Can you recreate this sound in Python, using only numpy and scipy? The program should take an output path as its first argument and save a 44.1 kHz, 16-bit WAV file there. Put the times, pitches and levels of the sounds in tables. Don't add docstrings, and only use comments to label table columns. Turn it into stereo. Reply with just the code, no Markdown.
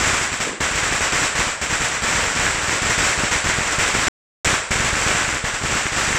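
import sys
import numpy as np
from scipy import signal
from scipy.fft import rfft, irfft
from scipy.io import wavfile

SR = 44100
rng = np.random.default_rng(int(sys.argv[2]) if len(sys.argv) > 2 else 0)


def amplitude_ratio(level_db):
    exponent = np.asarray(level_db, float) / 20
    return 10 ** exponent


def transcribe(u):
    v = np.clip(np.atleast_2d(u).T, -1, 1)
    q = np.round(v * 32767).astype(np.int16)
    wavfile.write(sys.argv[1], SR, q)


N = 272538


def band(x, lo_hz, hi_hz):
    return signal.sosfilt(signal.butter(2, [lo_hz, hi_hz], "bandpass", fs=SR, output="sos"), x)


def train(start_s, size):
    samples = np.clip((start_s * SR).astype(int), 0, N - 1)
    return np.bincount(samples, size, N)


# first_s, last_s, first_bang_db, other_bangs_db
VOLLEY_TIMES = [(0, .2261, -14.5, -21), (.318, .3293, -26, -20.5), (0.4025, .4029, -16, -20),
                (.604, .6598, -16, -21), (0.7117, .7746, -22, -20.5), (.8302, .8622, -18, -19.5),
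                (.9133, .9484, -18.5, -21), (1.0052, 1.0308, -19, -17), (1.122, 1.2451, -15.5, -20.5),
                (1.3517, 1.4112, -16, -19), (1.614, 1.627, -17, -30), (1.698, 1.7263, -17.5, -20.5),
                (1.8019, 1.8415, -19.5, -17), (1.9133, 1.9424, -20, -19), (2.0211, 2.301, -18, -19.5),
                (2.3506, 2.7529, -18.5, -21), (2.8194, 2.9064, -18, -18.5), (2.979, 3.1198, -15.5, -20),
                (3.177, 3.2488, -17, -20.5), (3.312, 3.3559, -13.5, -17), (3.4422, 3.488, -17, -22),
                (3.537, 3.7205, -28.5, -19), (3.784, 3.8767, -20, -21), (3.939, 4.0222, -17, -19.5),
                (4.425, 4.5298, -10.5, -20), (4.7074, 4.877, -15.5, -25.5), (4.9293, 5.3592, -21, -22),
                (5.4407, 5.4726, -28, -19.5), (5.613, 5.7882, -23.5, -22), (5.9209, 6.1036, -20.5, -22)]
# start_s, bang_db, left_overload_db, right_overload_db
LEFT_FACING = [(.0339, -16, -19, -21), (.131, -17, -18, -21), (.8302, -16.5, -21, -22),
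               (.9133, -19, -19, -25), (1.219, -17, -19, -19), (1.3923, -20, -18, -17.5),
               (1.468, -19.5, -21, -22), (1.7263, -16.5, -18, -21), (2.0213, -18, -21, -25),
               (2.4435, -22, -19, -35), (2.583, -22, -21, -25), (2.979, -13.5, -18, -18),
               (3.3559, -27.5, -17, -24), (3.4611, -21.5, -18, -19), (3.784, -15.5, -15, -17),
               (3.791, -16.5, -18, -40.5), (3.9391, -16, -20, -25.5), (4.4661, -25, -19.5, -12),
               (4.5298, -19, -14.5, -24), (4.7076, -14.5, -21, -16), (4.8011, -20.5, -14, -18),
               (4.9294, -21.5, -15, -17), (5.011, -19, -22, -43), (5.064, -15, -22, -13.5),
               (5.1656, -20.5, -18, -31), (5.3592, -41, -22, -40), (5.4406, -18, -19.5, -19),
               (5.6486, -22, -17.5, -20), (5.9622, -16.5, -21, -30), (6.1478, -16.5, -19, -19)]
# start_s, bang_db, left_overload_db, right_overload_db
RIGHT_FACING = [(.072, -16.5, -22, -17), (.7115, -22, -40, -19.5), (1.0152, -18, -38, -19),
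                (1.1538, -17, -42, -14.5), (1.8017, -20, -40, -18), (1.807, -23.5, -24, -19),
                (2.2314, -21.5, -40, -16), (2.2735, -24, -26, -19), (2.4547, -24, -38, -18),
                (2.6834, -24, -38, -18), (2.8191, -18, -32, -16), (2.8624, -20.5, -25, -21),
                (2.8972, -14, -28, -16), (3.177, -17.5, -26, -20), (3.2336, -18, -37, -18),
                (3.488, -16, -42, -14), (3.5834, -27, -22, -17), (3.6092, -23, -30, -20),
                (3.985, -21.5, -20, -18), (4.0698, -13.5, -37.5, -20.5), (4.7573, -20.5, -25, -15.5),
                (4.8441, -15.5, -26, -20), (4.968, -23, -43, -19), (5.1036, -18, -40, -15),
                (5.148, -20.5, -38, -16), (5.2412, -26, -42, -17.5), (5.3283, -29, -33, -18.5),
                (5.75, -21.5, -28, -16), (5.856, -20, -24, -17.5), (6.1176, -21, -40, -17)]
# start_s, bang_db, left_overload_db, right_overload_db
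FRONT_FACING = [(.101, -25, -24, -25), (.631, -19.5, -27, -27), (.7539, -18.5, -21, -26),
                (2.0781, -16, -40, -19), (2.183, -21, -26, -19), (2.3937, -16.5, -23, -20),
                (2.497, -22, -24, -22), (2.5478, -24, -25, -22), (2.709, -17, -25, -24),
                (2.9997, -22, -21, -26), (3.0392, -15, -32, -25), (3.191, -23, -25, -22),
                (4.5005, -18, -27, -20), (5.2798, -21.5, -39, -14.5), (5.538, -20, -27, -26),
                (5.634, -20.5, -26, -27), (5.7277, -22.5, -21, -20), (5.9763, -23, -30, -18),
                (6.0781, -22, -22, -20)]


def volleys():
    fuse_ms, slip, clear_ms = 22, 0.45, 10
    charge_db = 1.5
    most_db, shortfall_db = (-24, -22.5), (10.5, 8)
    lead_db, lead_spread = (-26, -21.5), 0.34
    listed = np.array(list(LEFT_FACING) + list(RIGHT_FACING) + list(FRONT_FACING))
    chances = rng.random((len(VOLLEY_TIMES), 4, 24))
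    rows = []
    for (first, last, first_db, rest_db), chance in zip(VOLLEY_TIMES, chances):
        gaps = int(np.ceil((last - first) * 1000 / fuse_ms - 0.5))
        s = np.linspace(first, last, gaps + 1)
        s[1:-1] += slip * fuse_ms / 1000 * (2 * chance[0, 1:gaps] - 1)
        db = rest_db + charge_db * 2 * (2 * chance[1, :gaps + 1] - 1)
        db[0] = first_db
        overload = []
        for side in range(2):
            side_db = most_db[side] + shortfall_db[side] * np.log(chance[2 + side, :gaps + 1])
            side_db[0] = lead_db[side] + lead_spread * (side_db[0] - most_db[side])
            overload.append(side_db)
        for row in zip(s, db, *overload):
            if np.abs(listed[:, 0] - row[0]).min() * 1000 > clear_ms:
                rows.append(row)
    return np.concatenate([listed, rows])


# delay_ms, level_db, ring_hz, ring_ms
FIRST_ARRIVALS = [
    (0, 4.5, 4500, 0.2),
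    (3.78, -2.5, 6800, 0.48),
    (7.63, -6.5, 4400, .35),
    (10.92, 4, 2340, 0.25),
    (23.96, -1, 2500, 0.3),
]


def cracks(start_s, size):
    scatter_db, jitter_ms = 3.5, 0.15
    t = np.arange(256) / SR
    out = 0
    for delay_ms, db, hz, ring_ms in FIRST_ARRIVALS:
        chance = rng.standard_normal((len(start_s), 2)).T
        at = start_s + (delay_ms + jitter_ms * np.sqrt(delay_ms / 4) * chance[0]) / 1000
        ring = np.sin(2 * np.pi * hz * t) * np.exp(-t * 1000 / ring_ms)
        shocks = train(at, size * amplitude_ratio(db + scatter_db * chance[1]))
        out = out + signal.fftconvolve(shocks, ring)[:N]
    return np.array([np.roll(out, 4), out])


def pinned(start_s, db, hold_ms=3.7, sag=0.51, rise_ms=0.16, spread=0.12):
    out = np.zeros(N + SR)
    starts = (start_s * SR).astype(int)
    for start, size, chance in zip(starts, amplitude_ratio(db), rng.standard_normal(len(starts))):
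        t = np.arange(int(hold_ms * (1 + spread * chance) * SR / 1000)) * 1000 / SR
        out[start:start + len(t)] += size * (1 - np.exp(-t / rise_ms)) * (1 - sag * t / hold_ms)
    return out[:N]


# start_s, left_db, right_db
HARD_SLAMS = [(.6075, -10, -11), (.9275, -40, -12), (1.0082, -14, -13), (2.1857, -36, -11),
              (2.9096, -13, -23), (3.1804, -28, -14), (3.2363, -11, -6), (3.4914, -40, -10),
              (3.5868, -19, -6), (3.951, -11, -6), (4.5359, -17, -32), (4.855, -40, -10), (5.107, -40, -13),
              (5.1507, -40, -5), (5.6382, -18, -11), (5.7536, -37, -12), (6.1067, -40, -7)]


def push_backs(start_s, scatter_db=3.0):
    ground_ms, wall_ms, ground_odds, wall_odds = 3.4, 10.4, 0.13, 0.1
    luck, size = rng.random(len(start_s)), rng.standard_normal((len(start_s), 2))
    late = np.where(luck < ground_odds, ground_ms, wall_ms) / 1000
    levels = np.array((-30.5, -21.5)) + scatter_db * size
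    rows = np.column_stack([start_s + late, levels])
    return np.concatenate([HARD_SLAMS, rows[luck < ground_odds + wall_odds]])


def rebound(start_s, db, late_ms=0.37, fall_ms=0.52):
    dips = train(start_s + late_ms / 1000, amplitude_ratio(db))
    return -signal.lfilter([1], [1, -np.exp(-1000 / fall_ms / SR)], dips)


# low_hz, high_hz, t60_s
YARD_BANDS = [
    (60.7, 622, 0.39),
    (445, 2366, 0.65),
    (1773, 5070, 0.6),
    (5433, 9900, 0.59),
    (10300, 36700, 0.41),
]
PORT_LIKENESS = [
    (.1, 0),
    (.5, 0),
    (.1, 5),
    (.1, 5),
    (0, 5),
]


def yard(build_ms=15, sparse_db=4.5):
    t = np.arange(int(0.7 * SR)) / SR
    echoes = rng.standard_normal((3, len(t))) * amplitude_ratio(sparse_db * rng.standard_normal(len(t)))
    echoes = echoes / echoes.std()
    out = 0
    for (lo_hz, hi_hz, t60), (like, lag) in zip(YARD_BANDS, PORT_LIKENESS):
        shared = np.array([np.roll(echoes[0], lag), echoes[0]])
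        pair = np.sqrt(like) * shared + np.sqrt(1 - like) * echoes[1:]
        out = out + band(pair, lo_hz, min(hi_hz, 0.45 * SR)) * amplitude_ratio(-60 * t / t60)
    return out * np.sqrt(1 - 0.57 * np.exp(-t * 1000 / build_ms))


# freq_hz, level_db
BLAST_COLOUR = [(90, -27), (150, -11.5), (300, -3.5), (800, -7), (1700, -2), (3000, -8), (4300, -10.5),
                (5700, -2), (6400, -8.5), (7600, -3), (8800, -17.5), (10000, -12), (12000, -20.5),
                (16000, -29)]
# freq_hz, left_over_right_db
PORT_TILT = [(100, 3), (300, 4), (700, 2), (1300, 1.5), (2400, 2), (4400, 0), (7000, 4.5), (9000, 12),
             (11500, 3), (15000, 9.5)]


def colour(x):
    log_hz = np.log(np.fft.rfftfreq(2048, 1 / SR) + 1)

    def curve(table):
        hz, db = np.transpose(table)
        return np.interp(log_hz, np.log(hz), db)

    cepstrum = irfft(np.log(amplitude_ratio(curve(BLAST_COLOUR))))
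    cepstrum[1:1024] *= 2
    cepstrum[1025:] = 0
    causal = irfft(np.exp(rfft(cepstrum)))
    tilt_db = curve(PORT_TILT)
    ports = np.fft.fftshift(irfft(amplitude_ratio(np.array([tilt_db, -tilt_db]) / 2)), axes=1)
    common = signal.fftconvolve(x, causal[None], axes=1)[:, :N]
    return signal.fftconvolve(common, ports, "same", axes=1)


def rumble(start_s, db, t60, lo_hz, hi_hz, like=0.3):
    power = signal.lfilter([1], [1, -amplitude_ratio(-120 / t60 / SR)], train(start_s, amplitude_ratio(2 * db)))
    mid, left, right = band(rng.standard_normal((3, N)), lo_hz, hi_hz)
    apart = np.array([left * amplitude_ratio(9), right])
    pair = np.sqrt(like) * mid + np.sqrt(1 - like) * apart
    return np.sqrt(power) * pair / pair.std()


# start_s, level_db
FAR_BOOMS = [
    (.468, -27),
]
# start_s, level_db
FAR_ARRIVALS = [
    (.467, -21),
    (.4735, -19),
    (.492, -21),
    (.531, -25),
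]


def far_boom(hz=400, ring_ms=1.8):
    roll = rumble(*np.transpose(FAR_BOOMS), 0.66, 190, 500)
    s, db = np.transpose(FAR_ARRIVALS)
    t = np.arange(-120, 300) / SR
    knock = np.cos(2 * np.pi * hz * t) * np.exp(-(t * 1000 / ring_ms) ** 2)
    return roll + signal.fftconvolve(train(s, amplitude_ratio(db)), knock)[:N]


def scene():
    s, bang_db, left_db, right_db = volleys().T
    strings = 6
    string = np.argsort(np.argsort(s)) % strings
    tails = 0
    for k in range(strings):
        bangs = train(s, amplitude_ratio(bang_db) * (string == k))
        tails = tails + signal.fftconvolve(bangs[None], yard(), axes=1)[:, :N]
    crack = amplitude_ratio(18) * cracks(s, amplitude_ratio(np.maximum(left_db, right_db)))
    thump = amplitude_ratio(5) * np.array([pinned(s, left_db), pinned(s, right_db)])
    air = colour(crack + amplitude_ratio(13) * tails / (1 + (thump / 0.25) ** 2))
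    dip_s, *dip_db = push_backs(s).T
    thump = thump + amplitude_ratio(4) * np.array([rebound(dip_s, db) for db in dip_db])
    low = rumble(s, bang_db - 17, 0.58, 22, 140) + far_boom()
    coupling = signal.butter(1, [28, 2500], "bandpass", fs=SR, output="sos")
    return air + low + signal.sosfilt(coupling, thump)


def starve(x, edge_hz=10100, edge_odds=0.47, top_odds=0.097, width_hz=420):
    top_hz = 15250
    hz, _, frames = signal.stft(x, SR, nperseg=2048, noverlap=1536)
    slot = (hz // width_hz).astype(int)
    odds = top_odds * (hz > edge_hz) + edge_odds * np.exp(-((hz - edge_hz) / 600) ** 2)
    odds = odds + 0.25 * (hz > top_hz - 450)
    loud = np.abs(frames).mean(axis=(0, 1))
    lull = np.clip(np.median(loud) / (loud + 1e-9), 0.6, 4)
    luck = rng.random((2, 100, len(loud) // 5 + 1))
    luck = np.repeat(luck, 5, axis=2)[:, slot, :len(loud)]
    kept = (luck > odds[:, None] * lull) * (hz < top_hz)[:, None]
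    return signal.istft(frames * kept, SR, nperseg=2048, noverlap=1536)[1][:, :N]


def roll_off(x):
    return signal.sosfilt(signal.butter(12, 16340, fs=SR, output="sos"), x)


def record(dry):
    t = np.arange(N) / SR
    held = 0.5 * dry / (0.5 ** 4 + dry ** 4) ** 0.25
    body = signal.sosfiltfilt(signal.butter(8, 9000, fs=SR, output="sos"), held)
    held = starve(body + amplitude_ratio(-10) * (held - body))
    lost_s, back_s = 4.0838, 4.4465
    on = np.clip(np.maximum(lost_s - t, t - back_s) / 0.0002, 0, 1)
    kept = signal.sosfilt(signal.butter(1, 12, "highpass", fs=SR, output="sos"), held) * on
    return roll_off(kept)


dry = scene()
out = record(dry)
transcribe(out)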